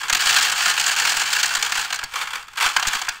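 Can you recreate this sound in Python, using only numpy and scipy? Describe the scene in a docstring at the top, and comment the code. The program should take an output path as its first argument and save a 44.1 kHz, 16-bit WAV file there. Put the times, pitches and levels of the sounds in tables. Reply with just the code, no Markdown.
"""Empty brass cases pour from a tilted plastic tub into a plastic bowl, close by in a small room.
Each landing is a few ms of chatter, made of band-filtered clicks that set short damped modes ringing.
Random small collisions make the dense rattle of the stream and of the pile sliding in the tub.
The stream stops, the pile shifts twice in the tub, and a last handful clatters down;
thumps and hollow clanks of the bowl, reflections and a low rumble complete the scene."""
import sys
import numpy as np
from scipy import signal
from scipy.io import wavfile

SR = 44100
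rng = np.random.default_rng(int(sys.argv[2]) if len(sys.argv) > 2 else 0)


def transcribe(signal):
    """Save signal, clipped to [-1, 1], as a 16-bit WAV file at the path in sys.argv[1]."""
    frames = np.atleast_2d(signal).T
    limited = np.clip(frames, -1, 1)
    pcm = np.round(limited * 32767).astype(np.int16)
    wavfile.write(sys.argv[1], SR, pcm)


N = 141120
TIME = np.arange(N) / SR  # s

CHATTER_LOSS_DB = 9.5  # fall in level from the first touch of a case towards its last
COLOUR_SPREAD_DB = 2  # standard deviation in each band: no two cases sound alike
TREBLE_FROM_HZ = 3030  # half of a treble change, in dB, is reached here
SIZE_SPREAD_DB = 2  # how uneven the small collisions are
SMALL_CHATTER_S = .006  # length of a small collision


def from_db(db):
    """Logarithmic level: decibels become an amplitude gain."""
    return 10 ** (np.asarray(db) / 20)


def butter(x, hz, kind, order=2):
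    """Causal filtering: a Butterworth response with a maximally flat passband."""
    sos = signal.butter(order, hz, kind, fs=SR, output="sos")
    return signal.sosfilt(sos, x + 1e-18)


def ring(x, hz, t60):
    """Damped resonance: a unit click sets a decaying sine of initial height 1 ringing."""
    radius = from_db(-60 / (t60 * SR))
    angle = 2 * np.pi * hz / SR
    feedback = [1, -2 * radius * np.cos(angle), radius * radius]
    return signal.lfilter([0, np.sin(angle)], feedback, x + 1e-18)


def clicks(s, sizes):
    """Impulsive excitation: clicks of the given sizes at the given times."""
    samples = np.clip(np.ravel(s) * SR, 0, N - 1).astype(int)
    return np.bincount(samples, np.ravel(sizes), N)


def chatter(s, db, length_s, count=18):
    """Repeated impact: a case touches its neighbours many times; times and levels, a row per case."""
    phase = (np.arange(count) + rng.random((len(s), count))) / count
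    phase[:, 0] = 0
    touch_s = s[:, None] + length_s * phase
    # the energy is shared among the touches
    touch_db = db[:, None] - CHATTER_LOSS_DB * phase ** 2 - 10 * np.log10(count)
    return touch_s, touch_db


# Ringing modes of the cases and the bowl.
# Each row: frequency in Hz, level in dB before scaling by decay time, decay time t60 in s.
RING_MODES = [(851, -28, 0.049), (1150, -24.5, 0.046), (1530, -31, 0.077), (1674, -18.5, 0.11),
              (1797, -20, 0.068), (2390, -13, 0.017), (2833, -24.5, 0.034), (3557, -9.5, 0.015),
              (4595, -15, 0.083), (7760, -19, 0.013)]


def contacts(s, db, treble_db, colour, count=38):
    """Modal excitation: each row of touches is one case with its own colour, and sets the modes ringing."""
    edges = np.geomspace(90, 17000, count + 1)
    centres = np.sqrt(edges[1:] * edges[:-1])
    colour_hz, colour_db = np.transpose(colour)
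    gains = from_db(np.interp(np.log(centres), np.log(colour_hz), colour_db))
    # only the shape of the colour counts: the bands together have unit energy
    gains /= np.sqrt(np.sum(gains ** 2 * np.diff(edges)) * 2 / SR)
    struck = np.zeros(N)
    for low, high, hz, gain in zip(edges, edges[1:], centres, gains):
        case_db = COLOUR_SPREAD_DB * rng.standard_normal((len(s), 1))
        case_db = case_db + treble_db / (1 + (TREBLE_FROM_HZ / hz) ** 4)
        signs = rng.choice([-1, 1], s.shape)
        touches = clicks(s, from_db(db + case_db) * signs)
        struck += gain * butter(touches, [low, high], "band")
    out = struck.copy()
    for hz, level_db, t60 in RING_MODES:
        out += from_db(level_db) * ring(struck, hz, t60) * np.sqrt(2 / (t60 * SR))
    return out


def rattle(level, per_s, colour):
    """Random superposition: small collisions at random moments follow a level curve."""
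    chance, size = rng.random(N), rng.exponential(1, N)
    born = chance < per_s / SR
    s = TIME[born]
    db = SIZE_SPREAD_DB * np.minimum(size[born], 3)
    db = db - 10 * np.log10(np.sum(from_db(db) ** 2) / N)  # unit mean power before the curve
    db = db + np.interp(s, *np.transpose(level))
    return contacts(*chatter(s, db, SMALL_CHATTER_S, count=6), 0, colour)


# Level curve of the stream on the heap, before chatter and ringing.
# Each row: time in seconds, level in dB.
STREAM_LEVEL = [(0, -35), (.08, -50), (.15, -25), (.24, -21.5), (.35, -16.5), (.55, -22), (.69, -19.5),
                (.75, -24.5), (.9, -21.5), (1.15, -22.5), (1.28, -22.5), (1.36, -21.5), (1.69, -30),
                (1.78, -22.5), (1.87, -35.5), (2.08, -66), (2.55, -69), (2.66, -23), (2.75, -33),
                (2.85, -54), (2.96, -25), (3.04, -53)]
# Spectral shape of a contact in the bowl, for the stream and the landings.
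# Each row: frequency in Hz, relative level in dB per Hz.
BOWL_SPECTRUM = [(100, -27.5), (300, -28.5), (510, -24), (630, -26.5), (770, -9), (1150, -11), (1420, -4.5),
                 (1680, 0.5), (2050, -12), (2900, 0), (3400, -11.5), (3850, -6), (4500, -4), (5600, -10),
                 (7400, -5.5), (8800, -15), (10500, -25.5), (13000, -26), (15500, -19)]


def stream():
    """Random superposition: about 420 collisions per second merge into the rattle on the heap."""
    return rattle(STREAM_LEVEL, 420, BOWL_SPECTRUM)


# Level curve of the pile sliding in the tub, before chatter and ringing.
# Each row: time in seconds, level in dB.
SLIDE_LEVEL = [(0, -32.5), (.3, -28.5), (1.8, -31), (2.05, -40.5), (2.13, -36), (2.16, -27.5), (2.23, -27),
               (2.265, -35.5), (2.37, -31.5), (2.435, -43.5), (2.548, -49), (2.562, -26), (2.62, -18.5),
               (2.67, -22), (2.73, -35), (2.95, -26.5), (3.1, -41), (3.16, -34), (3.2, -55)]
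# Spectral shape of a contact in the tub, for the slide and the tumbles.
# Each row: frequency in Hz, relative level in dB per Hz.
TUB_SPECTRUM = [(100, -30), (350, -25), (510, -13), (620, -20.5), (880, -1), (1350, 4), (1950, -2.5),
                (2400, 0), (3200, -1.5), (3800, -7), (4500, -4), (5500, -11), (7700, -8), (10500, -21.5),
                (15500, -20)]


def slide():
    """Random superposition: about 750 collisions per second make the pile's sliding in the tub."""
    return rattle(SLIDE_LEVEL, 750, TUB_SPECTRUM)


def rumble():
    """Low-passed noise: a gentle slope above 33 Hz leaves a faint rumble at -58 dB RMS."""
    noise = butter(rng.standard_normal(N), 33, "low", order=1)
    return from_db(-58) * noise / noise.std()


# Single cases landing in the bowl, before the offsets below.
# Each row: start in seconds, level in dB, treble against the middle in dB.
CASE_LANDINGS = [(0.013, -13.5, -12), (0.032, -7.5, -12), (0.083, -10, -8), (0.097, 1.5, -8.5),
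                 (0.127, 2.5, -6), (0.148, 0.5, -7), (0.169, -12.5, 1), (0.195, -9, -4), (0.205, -7.5, -1),
                 (0.22, -9.5, -1), (0.257, -5, -2), (0.269, -2.5, -2), (0.292, -2.5, -6), (0.319, -4.5, -9),
                 (0.341, -2.5, -7), (0.362, 0.5, -7.5), (0.384, -3, -4), (0.426, -7, 1), (0.468, -6.5, -8),
                 (0.521, -4, -6), (0.606, -3.5, -17), (0.657, 0, -13.5), (0.68, -6, -6), (0.698, -8, -3.5),
                 (0.776, -1.5, -8), (0.797, -4.5, -1), (0.81, -9.5, -0.5), (0.864, -4, -5), (0.879, -9, 0),
                 (0.894, -5, -9.5), (0.915, -8.5, -1.5), (0.962, -6.5, -6), (0.985, -4, -12),
                 (0.998, -4.5, -5.5), (1.019, -5, -13), (1.051, -1, -7.5), (1.073, -2, -8.5),
                 (1.094, -4, -4), (1.119, -2.5, -7.5), (1.139, -9.5, -12), (1.168, -6, -2), (1.196, -5, -6),
                 (1.216, -1, -9.5), (1.227, -13, -13), (1.329, -8, 1.5), (1.363, -7, -6), (1.398, -11, -3),
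                 (1.43, -3, -1), (1.441, -4, -10), (1.457, -12, 4), (1.508, -4, -19), (1.55, -3, -5.5),
                 (1.567, -6, -8.5), (1.625, -3, -3.5), (1.647, -9.5, -5.5), (1.662, -6.5, -8),
                 (1.702, -12, -16), (1.72, -2, -8), (1.753, -2.5, -11), (1.776, -7, -6), (1.791, -8, -9),
                 (1.813, -13.5, -3), (1.846, -9.5, -7), (1.903, -8, -10.5), (1.926, -4, -6.5),
                 (1.943, -11, -3), (1.958, -16.5, 1.5), (1.989, -8.5, -11.5), (2.012, -11, -22),
                 (2.028, -5.5, -28), (2.037, -18.5, 5.5), (2.764, 1.5, -8), (2.796, -14.5, 1),
                 (2.826, -7, -3.5), (2.85, -3.5, -24), (2.87, -12, 4.5), (2.881, -9.5, 0),
                 (2.932, -3.5, -10), (2.953, -11.5, -3), (2.991, -16.5, -2.5), (3.016, -7, -8.5),
                 (3.048, -13.5, -11.5), (3.068, -14, -12), (3.087, -6.5, -4)]
LANDING_DB, LANDING_TREBLE_DB = 14.5, 4  # added to every row's level and treble
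LANDING_S = .0095  # length of one landing's chatter


def landings():
    """Impact excitation: single cases hit the heap in the bowl, each with its own share of treble."""
    s, db, treble_db = np.transpose(CASE_LANDINGS)
    touches = chatter(s, db + LANDING_DB, LANDING_S)
    return contacts(*touches, treble_db[:, None] + LANDING_TREBLE_DB, BOWL_SPECTRUM)


# Heavy landings that push the bowl's wall.
# Each row: start in seconds, level in dB of the fading push before filtering.
WALL_THUMPS = [(0.125, -27.5), (.262, -36), (1.171, -35), (1.579, -37), (1.783, -37), (2.037, -35.5),
               (2.659, -32), (2.765, -38), (2.827, -41), (2.872, -25.5), (2.951, -34), (3.092, -38)]
THUMP_FADE_S, THUMP_HZ = 0.011, 108  # time constant of the fade, low-pass that slows the rise
KNOCK_DB, KNOCK_HZ = -9, 345  # level against the fade, low-pass of the knock


def thumps():
    """Volume displacement: the plastic wall gives, with a one-sided push of air and a dull knock."""
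    s, db = np.transpose(WALL_THUMPS)
    decay = np.exp(-1 / (THUMP_FADE_S * SR))
    fade = signal.lfilter([1], [1, -decay], clicks(s, from_db(db)) + 1e-18)
    noise = butter(rng.standard_normal(N), KNOCK_HZ, "low")
    knock = from_db(KNOCK_DB) * fade * noise / noise.std()
    push = butter(fade, THUMP_HZ, "low")
    return knock - push


# Cases tumbling over each other inside the tub, before the offset below.
# Each row: start in seconds, level in dB.
CASE_TUMBLES = [(2.137, -13), (2.157, -8.5), (2.213, -10), (2.228, -16), (2.272, -15.5), (2.305, -17),
                (2.333, -12.5), (2.355, -11), (2.426, -24.5), (2.481, -23.5), (2.533, -27), (2.576, -19),
                (2.608, -5), (2.626, -2), (2.64, -7), (2.661, -2.5), (2.698, -13.5)]
TUMBLE_DB, TUMBLE_S = 14, 0.008  # added to every row's level; length of one knock


def tumbles():
    """Impact excitation: cases topple inside the tub with duller knocks."""
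    s, db = np.transpose(CASE_TUMBLES)
    return contacts(*chatter(s, db + TUMBLE_DB, TUMBLE_S), 0, TUB_SPECTRUM)


# Cases that strike the bare wall of the bowl.
# Each row: start in seconds, level in dB before the mode levels, favoured pitch in Hz.
BARE_WALL_HITS = [(2.7645, -8.5, 1310), (2.796, -18.5, 1200), (2.827, -18, 855), (3.016, -25.5, 920),
                  (3.083, -17.5, 1570)]
# Modes of that wall.
# Each row: frequency in Hz, level in dB relative to the hit, decay time t60 in s.
BOWL_WALL_MODES = [(783, 1, 0.024), (1040, 5, 0.012), (1425, 1, 0.024), (1658, 1.5, 0.035),
                   (2450, 5.5, 0.012)]


def wall_hits():
    """Modal selection: the spot a case strikes favours the wall modes near one pitch, a hollow clank."""
    s, db, favoured_hz = np.transpose(BARE_WALL_HITS)
    out = np.zeros(N)
    for k, (hz, level_db, t60) in enumerate(BOWL_WALL_MODES):
        octaves_away = np.log2(hz / favoured_hz)
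        sizes = from_db(db + level_db) / (1 + 2 * octaves_away ** 2)
        out += (-1) ** k * ring(clicks(s, sizes), hz, t60)  # neighbouring modes alternate in sign
    return out


ROOM_DB, ROOM_T60_S, ROOM_DULL_HZ = -14, 0.21, 4260  # energy against direct sound, decay, low-pass


def room_response():
    """Diffuse reverberation: dense, dull reflections start after 4 ms and die away exponentially."""
    noise = butter(rng.standard_normal(N), ROOM_DULL_HZ, "low")
    tail = noise * from_db(-60 * TIME / ROOM_T60_S) * (TIME > .004)
    return from_db(ROOM_DB) * tail / np.sqrt(np.sum(tail ** 2))


def scene():
    """Linear superposition: brass sources with their own reflections, plus the dry thumps and rumble."""
    brass = np.zeros(N)
    for source in (stream(), slide(), landings(), tumbles(), wall_hits()):
        reflections = signal.fftconvolve(source, room_response())[:N]
        brass += source + reflections
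    return (brass + thumps() + rumble())[None]


def record(dry):
    """Saturation and band limiting: peaks are rounded, then the top is cut above 15.7 kHz."""
    rounded = np.tanh(dry)
    sos = signal.ellip(12, .2, 90, 15700, fs=SR, output="sos")
    return signal.sosfilt(sos, rounded)


dry = scene()
out = record(dry)
transcribe(out)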